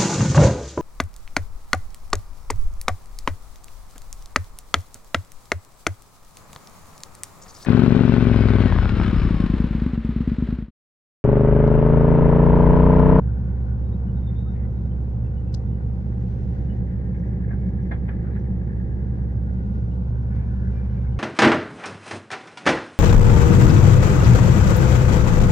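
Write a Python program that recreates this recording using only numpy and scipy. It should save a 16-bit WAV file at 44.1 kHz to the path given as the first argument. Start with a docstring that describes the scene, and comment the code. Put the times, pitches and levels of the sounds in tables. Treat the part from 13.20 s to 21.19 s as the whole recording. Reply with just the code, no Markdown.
"""Inside the cab of a heavy diesel at idle, heater blower running.
The cylinders give a firing note, overtones and a throbbing roar; the cab booms, the unbalanced fan hums.
One rush of air runs throughout. The microphone swings to the side window and back,
shifting the balance, and the hand holding it rustles. Over faint ticks a sleeve rubs, the trim squeaks,
loose fittings chatter, a small part clicks close by and a loose panel clanks a few times."""
import sys
import numpy as np
from scipy import signal
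from scipy.fft import rfft, irfft, next_fast_len
from scipy.io import wavfile

SR = 44100
rng = np.random.default_rng(int(sys.argv[2]) if len(sys.argv) > 2 else 0)


def dump_mix(stems):
    """Bounce the given channels to the path in sys.argv[1] as a 16-bit WAV at rate SR."""
    frames = np.atleast_2d(stems).T  # one column per channel
    limited = np.clip(frames, -1, 1)  # hard clip at full scale
    pcm = np.round(limited * 32767).astype(np.int16)
    wavfile.write(sys.argv[1], SR, pcm)


N = 352359
TIME = np.arange(N) / SR
CYCLE_HZ, FIRINGS_PER_CYCLE = 10.745, 6
BOOM_HZ, BOOM_WIDTH_HZ = 186.4, 46.6


def amp(db):
    """Decibels to gain."""
    return 10 ** (np.asarray(db) / 20)


def unit(x):
    """Scale to rms 1."""
    return x / np.sqrt(np.mean(x ** 2) + 1e-20)


def at_hz(points, hz):
    """Interpolate on a log-frequency axis."""
    f, value = np.transpose(points)
    return np.interp(np.log(hz + 1), np.log(f + 1), value)


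def curve(rows, column=1):
    """One column of a control curve, per sample."""
    rows = np.asarray(rows)
    return np.interp(TIME, rows[:, 0], rows[:, column])


def pan(pan_db):
    """Constant-power stereo gains; pan_db is left minus right."""
    gains = amp(np.array([[.5], [-.5]]) * pan_db)
    return gains / np.sqrt(np.mean(gains ** 2, 0))


def add(mix, start_s, sound):
    """Mix in a stereo sound."""
    part = mix[:, max(round(start_s * SR), 0):][:, :sound.shape[1]]
    part += sound[:, :part.shape[1]]


def drift(rate_hz):
    """Slow random wander, rms 1."""
    white = rng.standard_normal(4096)
    f = np.fft.rfftfreq(len(white), N / SR / len(white))
    slow = unit(irfft(rfft(white) / (1 + (f / rate_hz) ** 2)))
    return np.interp(TIME, np.linspace(0, N / SR, len(slow)), slow)


def hump(centre_hz, width_hz):
    """Steep-sided resonance, dB against Hz."""
    return lambda f: -20 * np.log10(1 + (2 * (f - centre_hz) / width_hz) ** 2)


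# Likeness of the two microphone ports: freq_hz, coherence
PORT_COHERENCE = [(60, 0.86), (200, 1), (380, 0.85), (650, 0.48), (1000, 0.08), (1400, -0.44),
                  (2100, -0.31), (15000, 0.75)]
# Stereo balance of the noise: freq_hz, pan_db
NOISE_PAN = [(60, -4.5), (210, 1), (290, 4), (400, -1.5), (680, -3.5), (1000, 0.5), (1300, 8), (2400, -1.5),
             (15000, 3.5)]


def noise(colour_db, coherence_scale):
    """Coloured noise, partly shared by the two ports, rms 1."""
    size = next_fast_len(N, True)
    f = np.fft.rfftfreq(size, 1 / SR)
    shared, separate = rfft(rng.standard_normal((2, size)))
    coherence = np.clip(at_hz(PORT_COHERENCE, f) * coherence_scale, -1, 1)
    right = coherence * shared + np.sqrt(1 - coherence ** 2) * separate
    pair = np.array([shared, right]) * pan(at_hz(NOISE_PAN, f))
    return unit(irfft(pair * amp(colour_db(f)), size)[:, :N])


# Firing note: time_s, level_db
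FIRING_LEVEL = [(0, -24), (.8, -25), (1.8, -26), (2.2, -26), (3, -27), (5.7, -26.5), (6.2, -25),
                (6.8, -25.5), (7.3, -24.5), (8, -25)]


def firing_note(cycles, turn, waver_db=0.34):
    """Low tone, one period per cylinder firing."""
    level = amp(curve(FIRING_LEVEL) + waver_db * drift(2.4))
    angle = 2 * np.pi * FIRINGS_PER_CYCLE * cycles + np.array([[.26], [0]])
    return np.sqrt(2) * level * pan(-1.8 - 0.57 * turn) * np.cos(angle)


# Strong overtones of the engine cycle: order, gain_db, pan_db
STRONG_OVERTONES = [(3, -47.5, -1), (5, -45.5, 1), (9, -43.5, 0), (12, -41.5, -3.5), (16, -53, 0),
                    (17, -42.5, 0), (18, -44.5, -1), (19, -59.5, -3.5), (22, -66.5, -5), (24, -62, -5),
                    (26, -53.5, 8), (28, -59.5, 7), (30, -65.5, 5.5), (33, -65, 7), (36, -58, 8.5),
                    (37, -62, 1.5), (38, -70.5, -2.5), (40, -63.5, -7), (42, -70.5, -9), (43, -61, 11.5),
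                    (44, -55, 0), (46, -57.5, -0.5), (48, -56, 7.5), (49, -59, -10), (50, -65.5, -13),
                    (51, -65, 9), (54, -66.5, -4), (65.6, -67, 6.5), (69, -67.5, 1.5), (72.6, -63, -5),
                    (106.4, -76.5, 4)]
# Envelope of the weak ones between: freq_hz, gain_db
WEAK_OVERTONES = [(30, -69), (200, -57.5), (300, -69), (560, -80), (660, -80.5), (850, -71.5), (1000, -91),
                  (1200, -82)]
# Overtone phase scatter; where small, they join into one knock a cycle: freq_hz, scatter_turns
PHASE_SCATTER = [(250, .6), (400, 0.35), (460, 0.033), (580, 0.15), (700, 0.067), (900, .4)]


def engine_overtones(cycles, turn, swell_db, gain_db=1.8, waver_db=1.5, turn_db=3,
                     sweep_s_per_hz=.0004, jitter_s=.00009):
    """Unequal cylinders leave overtones of the cycle; those within the cab's boom swell with it."""
    strong = {round(order): (db, pan_db) for order, db, pan_db in STRONG_OVERTONES}
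    grid = np.linspace(0, 1, 4097)
    groups = np.zeros((8, 2, len(grid)))  # one-cycle wavetables; 0 is the boom band
    for order in range(2, 112):
        hz = order * CYCLE_HZ
        phase_draw, level_draw, pan_draw = rng.standard_normal(3)
        db, pan_db = strong.get(order, (at_hz(WEAK_OVERTONES, hz) + 2 * level_draw, 3 * pan_draw))
        # panels delay higher overtones more: each knock sweeps upward
        phase = at_hz(PHASE_SCATTER, hz) * phase_draw - .5 * sweep_s_per_hz * (hz - 500) ** 2
        # short waves reach the ports out of step
        port_rad = np.arccos(np.clip(at_hz(PORT_COHERENCE, hz), -1, 1)) * np.array([[-.5], [.5]])
        tone = np.cos(2 * np.pi * (order * grid + phase) + port_rad)
        index = 0 if abs(hz - BOOM_HZ) < BOOM_WIDTH_HZ / 2 else 1 + order % (len(groups) - 1)
        groups[index] += amp(db + gain_db) * pan(pan_db) * tone
    out = np.zeros((2, N))
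    for index, group in enumerate(groups):
        uneven = cycles + CYCLE_HZ * jitter_s * drift(15)  # uneven firing blurs the high overtones
        wave = np.array([np.interp(uneven % 1, grid, port) for port in group])
        out += wave * amp(swell_db if index == 0 else waver_db * drift(2.4) + turn_db * (turn - 1.5))
    return np.sqrt(2) * out


# Engine roar through the cab: freq_hz, density_db
ROAR_SPECTRUM = [(20, -21), (36, -4), (46, -9), (59, -6.5), (69, 1), (130, 0), (155, -2.5), (205, -7),
                 (252, -20), (360, -18.5), (500, -25.5), (660, -31), (860, -34), (1090, -40.5),
                 (1300, -40.5), (1900, -48), (2400, -53), (6000, -78)]


def roar(cycles, turn, swell_db, roar_db=-31, boom_db=-36.5, panel_db=-44, away_db=15,
         throb=0.17, knock=0.36):
    """Combustion noise throbs with the firings; the cab booms and its panels swell near the window."""
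    angle = 2 * np.pi * cycles
    beat = 1 + throb * np.cos(FIRINGS_PER_CYCLE * angle) + knock * np.cos(5 * angle)
    combustion = amp(roar_db) * noise(lambda f: at_hz(ROAR_SPECTRUM, f), 0.97)
    low = signal.sosfiltfilt(signal.butter(2, 300, fs=SR, output="sos"), combustion)
    boom = amp(boom_db + swell_db) * noise(hump(BOOM_HZ, BOOM_WIDTH_HZ), 0.93)
    panels = amp(panel_db - away_db * (1 - turn)) * noise(hump(325, 160), 1)
    return low + boom + (combustion - low + panels) * beat


def dashboard(turn, level_db=-56.5, away_db=11, centre_hz=880, width_hz=640):
    """Broad dashboard resonance; fades as the microphone turns away."""
    return amp(level_db - away_db * turn) * noise(hump(centre_hz, width_hz), 1)


def blower(turn, pitch_hz=115.8, hum_db=-29, away_db=3.5, waver_db=1.5, wobble_rad=.14,
           octave_db=-44, null_db=11):
    """Unbalanced fan, humming unevenly as the cab shakes; its octave fades on the left at the window."""
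    angle = 2 * np.pi * pitch_hz * TIME + wobble_rad * drift(11)
    level = amp(hum_db - away_db * turn + waver_db * drift(9.5))
    hum = level * pan(-.7 - 0.88 * turn) * np.cos(angle + np.array([[.25], [0]]))
    octave = amp(octave_db - null_db * turn * np.array([[1], [0]]) + drift(7.5)) * np.cos(2 * angle)
    return np.sqrt(2) * (hum + octave)


def air_band(level_db, lag_s, centre_hz, width_hz, order, coherence):
    """Band of air noise, late at the left port; its centre may slide."""
    size = next_fast_len(N)
    f = np.fft.fftfreq(size, 1 / SR)
    shared, separate = np.fft.fft(rng.standard_normal((2, size)))
    left = shared * np.exp(-2j * np.pi * f * np.mean(lag_s))
    right = coherence * shared + np.sqrt(1 - coherence ** 2) * separate
    baseband = np.fft.ifft(np.array([left, right]) / np.sqrt(1 + (2 * f / width_hz) ** order))[:, :N]
    phase = np.cumsum(centre_hz * np.ones(N)) / SR - centre_hz * lag_s * np.array([[1], [0]])
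    return amp(level_db) * unit((baseband * np.exp(2j * np.pi * phase)).real)


# Hollow band of the air, sliding as the microphone moves: time_s, centre_hz, level_db, pan_db
HOLLOW_BAND = [(0, 1678, -65, 7), (1.0, 1659, -67.5, 1.5), (2.6, 1595, -67.5, 0.5), (3.2, 1591, -62.5, -2),
               (3.9, 1686, -61, 3.5), (5.3, 1685, -60, 0.5), (5.8, 1659, -58, -2.5), (6.2, 1590, -58, -1),
               (6.5, 1451, -58.5, 0), (6.85, 1517, -64.5, -0.5), (7.15, 1678, -60, 0.5),
               (7.55, 1672, -59.5, 5.5), (8, 1604, -63.5, 9)]


def rushing_air(cycles, turn, flutter_db=2, shake_depth=0.044):
    """One rush of air, shaken by the engine, in four bands whose balance shifts as the microphone turns."""
    away = np.sqrt(abs(turn))
    lag_s = 0.00016 + 0.00025 * away
    low_db = -58.5 - 10 * away
    upper_db = -66 - 7.5 * (1 - turn)
    hiss_db = -69 - 30.5 * (1 - turn)
    hollow_hz, hollow_db, hollow_pan_db = (curve(HOLLOW_BAND, column) for column in (1, 2, 3))
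    low = air_band(low_db, lag_s, centre_hz=1475, width_hz=150, order=4, coherence=.88)
    hollow = air_band(hollow_db, lag_s, hollow_hz, width_hz=190, order=4, coherence=.92)
    upper = air_band(upper_db, lag_s, centre_hz=1890, width_hz=270, order=8, coherence=.71)
    hiss = air_band(hiss_db, lag_s, centre_hz=2100, width_hz=360, order=6, coherence=.4)
    air = low * pan(14 - 12 * away) + hollow * pan(hollow_pan_db) + (upper + hiss) * pan(1.3)
    shake = 1 + shake_depth * np.cos(2 * np.pi * FIRINGS_PER_CYCLE * cycles)
    return air * shake * amp(flutter_db * drift(15))


# Hand rustle: freq_hz, density_db
RUSTLE_SPECTRUM = [(1200, -8), (2400, 5.5), (3300, 0.5), (4500, -2), (6100, -4), (7200, -9.5), (8500, -21),
                   (15000, -34)]
# Shifts of the hand: start_s, length_s, level_db
HAND_SHIFTS = [(2.693, 1.07, -69), (6.057, 1.08, -72.5), (6.795, 1.6, -69)]


def hand_rustle(hold_db=-73, grain_db=1, hiss_db=-87):
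    """Grainy rustle of the holding hand, swelling when it shifts, over the microphone's own hiss."""
    power = amp(hold_db) ** 2
    for start_s, length_s, level_db in HAND_SHIFTS:
        swell = np.sin(np.pi * np.clip((TIME - start_s) / length_s, 0, 1))
        power = power + (amp(level_db) * swell) ** 2
    friction = noise(lambda f: at_hz(RUSTLE_SPECTRUM, f), 0)
    rustle = friction * np.sqrt(power) * amp(grain_db * drift(37))
    hiss = amp(hiss_db) * noise(lambda f: -f / 3000, 0)
    return rustle * pan(0.95) + hiss


def ticks(turn, gain_db=-76.5, away_db=8, rate_hz=14, spread_db=3, pitch_hz=5800):
    """Faint, irregular high ticks, clearest near the window."""
    t = np.arange(256) / SR
    ping = np.sin(2 * np.pi * pitch_hz * t) * (t / 0.0003) * np.exp(1 - t / 0.00061)
    hits = rng.random(N) < rate_hz / SR
    strength = amp(spread_db * np.minimum(rng.exponential(1, N), 2))
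    return amp(gain_db - away_db * (1 - turn)) * pan(4) * signal.oaconvolve(hits * strength, ping)[:N]


# Sleeve on the trim: start_s, length_s, centre_hz, width_hz, level_db
SLEEVE_RUBS = [(0.232, 0.23, 1860, 590, -69.5), (1.083, 0.083, 1800, 900, -65.5),
               (1.31, 0.18, 1890, 704, -63.5), (5.02, 0.11, 1450, 650, -56.5),
               (7.073, 0.23, 2110, 650, -65), (7.46, 0.6, 2100, 600, -68)]


def sleeve_rubs(grain_db=1.5):
    """Short grainy swells of friction noise."""
    out, grain = np.zeros((2, N)), amp(grain_db * drift(50))
    for start_s, length_s, centre_hz, width_hz, level_db in SLEEVE_RUBS:
        rough = grain[(TIME >= start_s) & (TIME < start_s + length_s)]
        size = len(rough)
        colour = amp(hump(centre_hz, width_hz)(np.fft.rfftfreq(size, 1 / SR)))
        band = irfft(rfft(rng.standard_normal((2, size))) * colour, size)
        add(out, start_s, amp(level_db) * pan(1.5) * unit(band * rough * signal.windows.tukey(size, .6)))
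    return out


# Trim squeaks: start_s, length_s, pitch_hz, gain_db, pan_db
TRIM_SQUEAKS = [(0.633, 0.05, 3790, -80, 14), (0.715, 0.037, 3780, -73, 15), (0.867, 0.04, 2950, -76, -18),
                (0.953, 0.039, 3740, -76, 18.5), (1.01, 0.045, 3660, -76.5, 21),
                (1.065, 0.042, 3580, -67, 10), (1.062, 0.022, 3670, -70, 10), (1.087, .06, 3690, -82.5, 12),
                (1.142, 0.055, 3550, -73, 8), (1.148, 0.085, 3715, -71, 7), (1.24, 0.09, 3690, -74, 8),
                (1.254, 0.031, 1280, -63, 8), (1.41, 0.052, 1990, -68.5, -6), (1.53, 0.085, 3790, -86, 8.5),
                (1.642, 0.031, 3770, -83, 6), (1.698, 0.033, 3080, -75.5, 12),
                (2.157, 0.043, 2930, -73.5, -13), (2.49, .075, 2950, -81, -2),
                (2.42, .14, 3660, -91.5, 3.5), (3.487, 0.037, 2930, -66.5, -6),
                (5.123, 0.04, 3890, -80, -12), (6.703, 0.03, 2860, -74.5, -10),
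                (7.112, 0.18, 2360, -77.5, -0.5), (7.393, 0.17, 2000, -74, -14),
                (7.492, 0.17, 2370, -71.5, 1), (7.701, 0.14, 2350, -77.5, 1),
                (7.678, 0.054, 2990, -78.5, -1), (7.91, 0.037, 2990, -76, 15),
                (7.863, 0.018, 2170, -64.5, 15), (7.957, 0.059, 2150, -63, 28)]


def trim_squeaks(wobble=0.0028, flutter_db=0.6, rasp=0.25, onset=0.31, ring_out=0.59):
    """Thin, unsteady stick-slip tones with a grainy edge; each catches quickly and rings out."""
    out, bend, flutter, grain = np.zeros((2, N)), drift(90), drift(40), drift(120)
    for start_s, length_s, pitch_hz, gain_db, pan_db in TRIM_SQUEAKS:
        span = (TIME >= start_s) & (TIME < start_s + 2 * length_s)
        age = (TIME[span] - start_s) / length_s
        envelope = (1 - np.exp(-(age / onset) ** 2)) * np.exp(-(np.maximum(age - .5, 0) / ring_out) ** 2)
        tone = np.sin(2 * np.pi * np.cumsum(pitch_hz * (1 + wobble * bend[span])) / SR)
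        squeak = unit(tone * (1 + rasp * grain[span]) * amp(flutter_db * flutter[span]))
        add(out, start_s, 2 * amp(gain_db) * pan(pan_db) * envelope * squeak)
    return out


# Loose metal fittings: start_s, length_s, pitch_hz, level_db
FITTING_RATTLES = [(0.986, 0.055, 2140, -75), (1.084, 0.052, 1980, -73.5), (2.042, 0.054, 2640, -77),
                   (2.268, .05, 2660, -76), (2.575, 0.15, 2450, -80.5), (3.924, 0.054, 2250, -68.5),
                   (4.391, 0.11, 2200, -70.5)]


def fitting_rattles(rate_hz=150, spread_db=3, t60_s=0.032, overtone_ratio=1.37, overtone_db=-22):
    """Quick, uneven taps of a loose fitting, each ringing two short modes."""
    out, t = np.zeros((2, N)), np.arange(SR // 16) / SR
    envelope = amp(-60 * t / t60_s) * (1 - np.exp(-t / .0005))
    for start_s, length_s, pitch_hz, level_db in FITTING_RATTLES:
        taps = np.zeros(round(length_s * SR) + 1)
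        count = max(round(length_s * rate_hz), 2)
        strength = amp(spread_db * rng.standard_normal(count))
        position = (np.arange(count) + rng.random(count)) / count
        taps[(position * (len(taps) - 1)).astype(int)] = strength
        angle = 2 * np.pi * (pitch_hz * t + rng.random((2, 1)) / 2)
        ring = (np.sin(angle) + amp(overtone_db) * np.sin(overtone_ratio * angle)) * envelope
        add(out, start_s, amp(level_db) * unit(signal.fftconvolve(taps[None], ring)))
    return out


# One click with lead-in and bounces: start_s, gain_db
CLICK_SNAPS = [(2.3292, -58), (2.3423, -32), (2.3459, -31), (2.3481, -38), (2.3498, -44), (2.3518, -46)]
# Click colour: freq_hz, density_db
CLICK_SPECTRUM = [(1000, -44), (2300, -32), (2950, -8.5), (3500, -7), (4300, -1.5), (5200, 0), (6000, -1.5),
                  (7000, -11.5), (8700, -18), (10000, -25), (11300, -38), (15000, -42)]


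def part_click(snap_t60_s=.0055, tail_db=-30, tail_t60_s=0.15, pan_db=27):
    """A small part snaps right at the left port; each snap has a faint tail from the cab."""
    out, t = np.zeros((2, N)), np.arange(SR // 6) / SR
    f = np.fft.rfftfreq(len(t), 1 / SR)
    lead_s = .002  # room for the filter's pre-ring
    colour = unit(amp(at_hz(CLICK_SPECTRUM, f))) * np.exp(-2j * np.pi * f * lead_s)
    for start_s, gain_db in CLICK_SNAPS:
        snap, tail = rng.standard_normal((2, 2, len(t)))
        burst = snap * amp(-60 * t / snap_t60_s) + tail * amp(tail_db - 60 * t / tail_t60_s)
        add(out, start_s - lead_s, amp(gain_db) * pan(pan_db) * irfft(rfft(burst) * colour, len(t)))
    return out


# Blows on the panel: start_s, gain_db, pan_db, tilt_db_per_octave, cutoff_hz, rise_s, struck_hz
PANEL_BLOWS = [(3.942, -46, 1, 3, 2900, .008, 2120), (4.280, -44, 2, 0, 2300, .009, 2120),
               (4.304, -34.5, 3, -5, 2200, .006, 1690), (4.326, -41, 6, -4, 2200, .004, 1560),
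               (4.7085, -24.5, 1.5, -4.5, 4600, .007, 1620), (4.733, -39, 5, -4, 3800, .003, 3400),
               (4.878, -42, 9, -1.5, 3200, .004, 2120), (4.885, -32, -1, 2, 2550, .004, 3020),
               (5.097, -43, 5, 0, 2400, .012, 2390), (5.147, -34, -1, 0, 2400, .013, 2390)]
# Panel modes: pitch_hz, gain_db, t60_s
PANEL_MODES = [(560, -5, .05), (680, -5, .05), (860, -8, .055), (1140, -11, .06), (1560, -2, .08),
               (1690, -2, .075), (1860, -5, .06), (2120, -2.5, .075), (2390, -13, .08), (2540, -14, .07),
               (3020, -18, .08), (3320, -14, .065), (3540, -15, .06), (4350, -18, .06)]


def panel_clanks(ring_db=-4, clatter_db=-6, clatter_t60_s=.15, detune=0.0043, struck_db=6):
    """Each blow rings the loose panel's modes, never quite alike, amid a clatter of cab reflections."""
    out, t = np.zeros((2, N)), np.arange(SR // 3) / SR
    f = np.fft.rfftfreq(len(t), 1 / SR)
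    colour_db = at_hz([(200, -19.5), (520, 1), (850, 6.5), (1150, 0.5), (1700, 10), (2200, 2),
                       (2750, -10.5), (3500, -9), (4600, -18), (7000, -38.5), (12000, -59)], f)
    for start_s, gain_db, pan_db, tilt, cutoff_hz, rise_s, struck_hz in PANEL_BLOWS:
        ring = np.zeros((2, len(t)))
        for pitch_hz, mode_db, t60_s in PANEL_MODES:
            boost_db = struck_db * np.exp(-((pitch_hz - struck_hz) / 100) ** 2)
            envelope = amp(mode_db + boost_db + tilt * np.log2(pitch_hz / 1600) - 60 * t / t60_s)
            detuned_hz = pitch_hz * (1 + detune * rng.standard_normal())
            ring += envelope * np.sin(2 * np.pi * (detuned_hz * t + rng.random((2, 1))))
        colour = amp(colour_db + tilt * np.log2((f + 1) / 1600))
        clatter = unit(irfft(rfft(rng.standard_normal((2, len(t)))) * colour, len(t)))
        attack = 1 - np.exp(-(t / rise_s) ** 2)
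        blow = (amp(ring_db) * ring + amp(clatter_db - 60 * t / clatter_t60_s) * clatter) * attack
        lowpass = signal.butter(4, cutoff_hz, fs=SR, output="sos")
        add(out, start_s, amp(gain_db) * pan(pan_db) * signal.sosfilt(lowpass, blow))
    return out


# Microphone swing: time_s, turn (0 forward, 1 side window)
MIC_TURN = [(0, 0.063), (.6, 0.13), (1.1, 0.32), (2.5, 0.44), (3, 0.59), (3.4, 0.86), (4.1, 0.88),
            (5, 0.98), (6.0, 0.77), (6.5, 0.58), (6.85, 0.19), (7.2, 0.02), (8, 0.01)]
# Swell of the cab's boom: time_s, gain_db
BOOM_SWELL = [(0, -0.5), (.55, -5), (1.0, 1.5), (1.5, -3.5), (2.1, -7.5), (2.5, 0.5), (3.6, 0.5),
              (4.0, 3.5), (4.55, 4), (4.8, -1.5), (5.3, 4), (6.0, -0.5), (6.55, 4), (6.9, -1.5), (7.5, 1.1),
              (8, -2.5)]


def scene():
    """The governed idle drives tones and roar; the small sounds lie on top."""
    turn, swell_db = curve(MIC_TURN), curve(BOOM_SWELL)
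    cycles = np.cumsum(CYCLE_HZ * (1 + 0.00058 * drift(1.7))) / SR
    tones = firing_note(cycles, turn) + engine_overtones(cycles, turn, swell_db)
    cab = tones + roar(cycles, turn, swell_db) + dashboard(turn) + blower(turn)
    bed = cab + rushing_air(cycles, turn) + hand_rustle() + sleeve_rubs() + ticks(turn)
    return bed + panel_clanks() + part_click() + trim_squeaks() + fitting_rattles()


def record(dry):
    """Bass cut, soft ends, treble limit."""
    low_hz, high_hz, fade_s = 22, 15400, .006
    heard = signal.sosfilt(signal.butter(4, low_hz, "high", fs=SR, output="sos"), dry)
    ends = np.sin(np.pi / 2 * np.minimum(np.minimum(TIME, TIME[::-1]) / fade_s, 1)) ** 2
    lowpass = signal.firwin(511, high_hz, window=("kaiser", 9), fs=SR)
    return signal.oaconvolve(heard * ends, lowpass[None], "same")


dry = scene()
out = record(dry)
dump_mix(out)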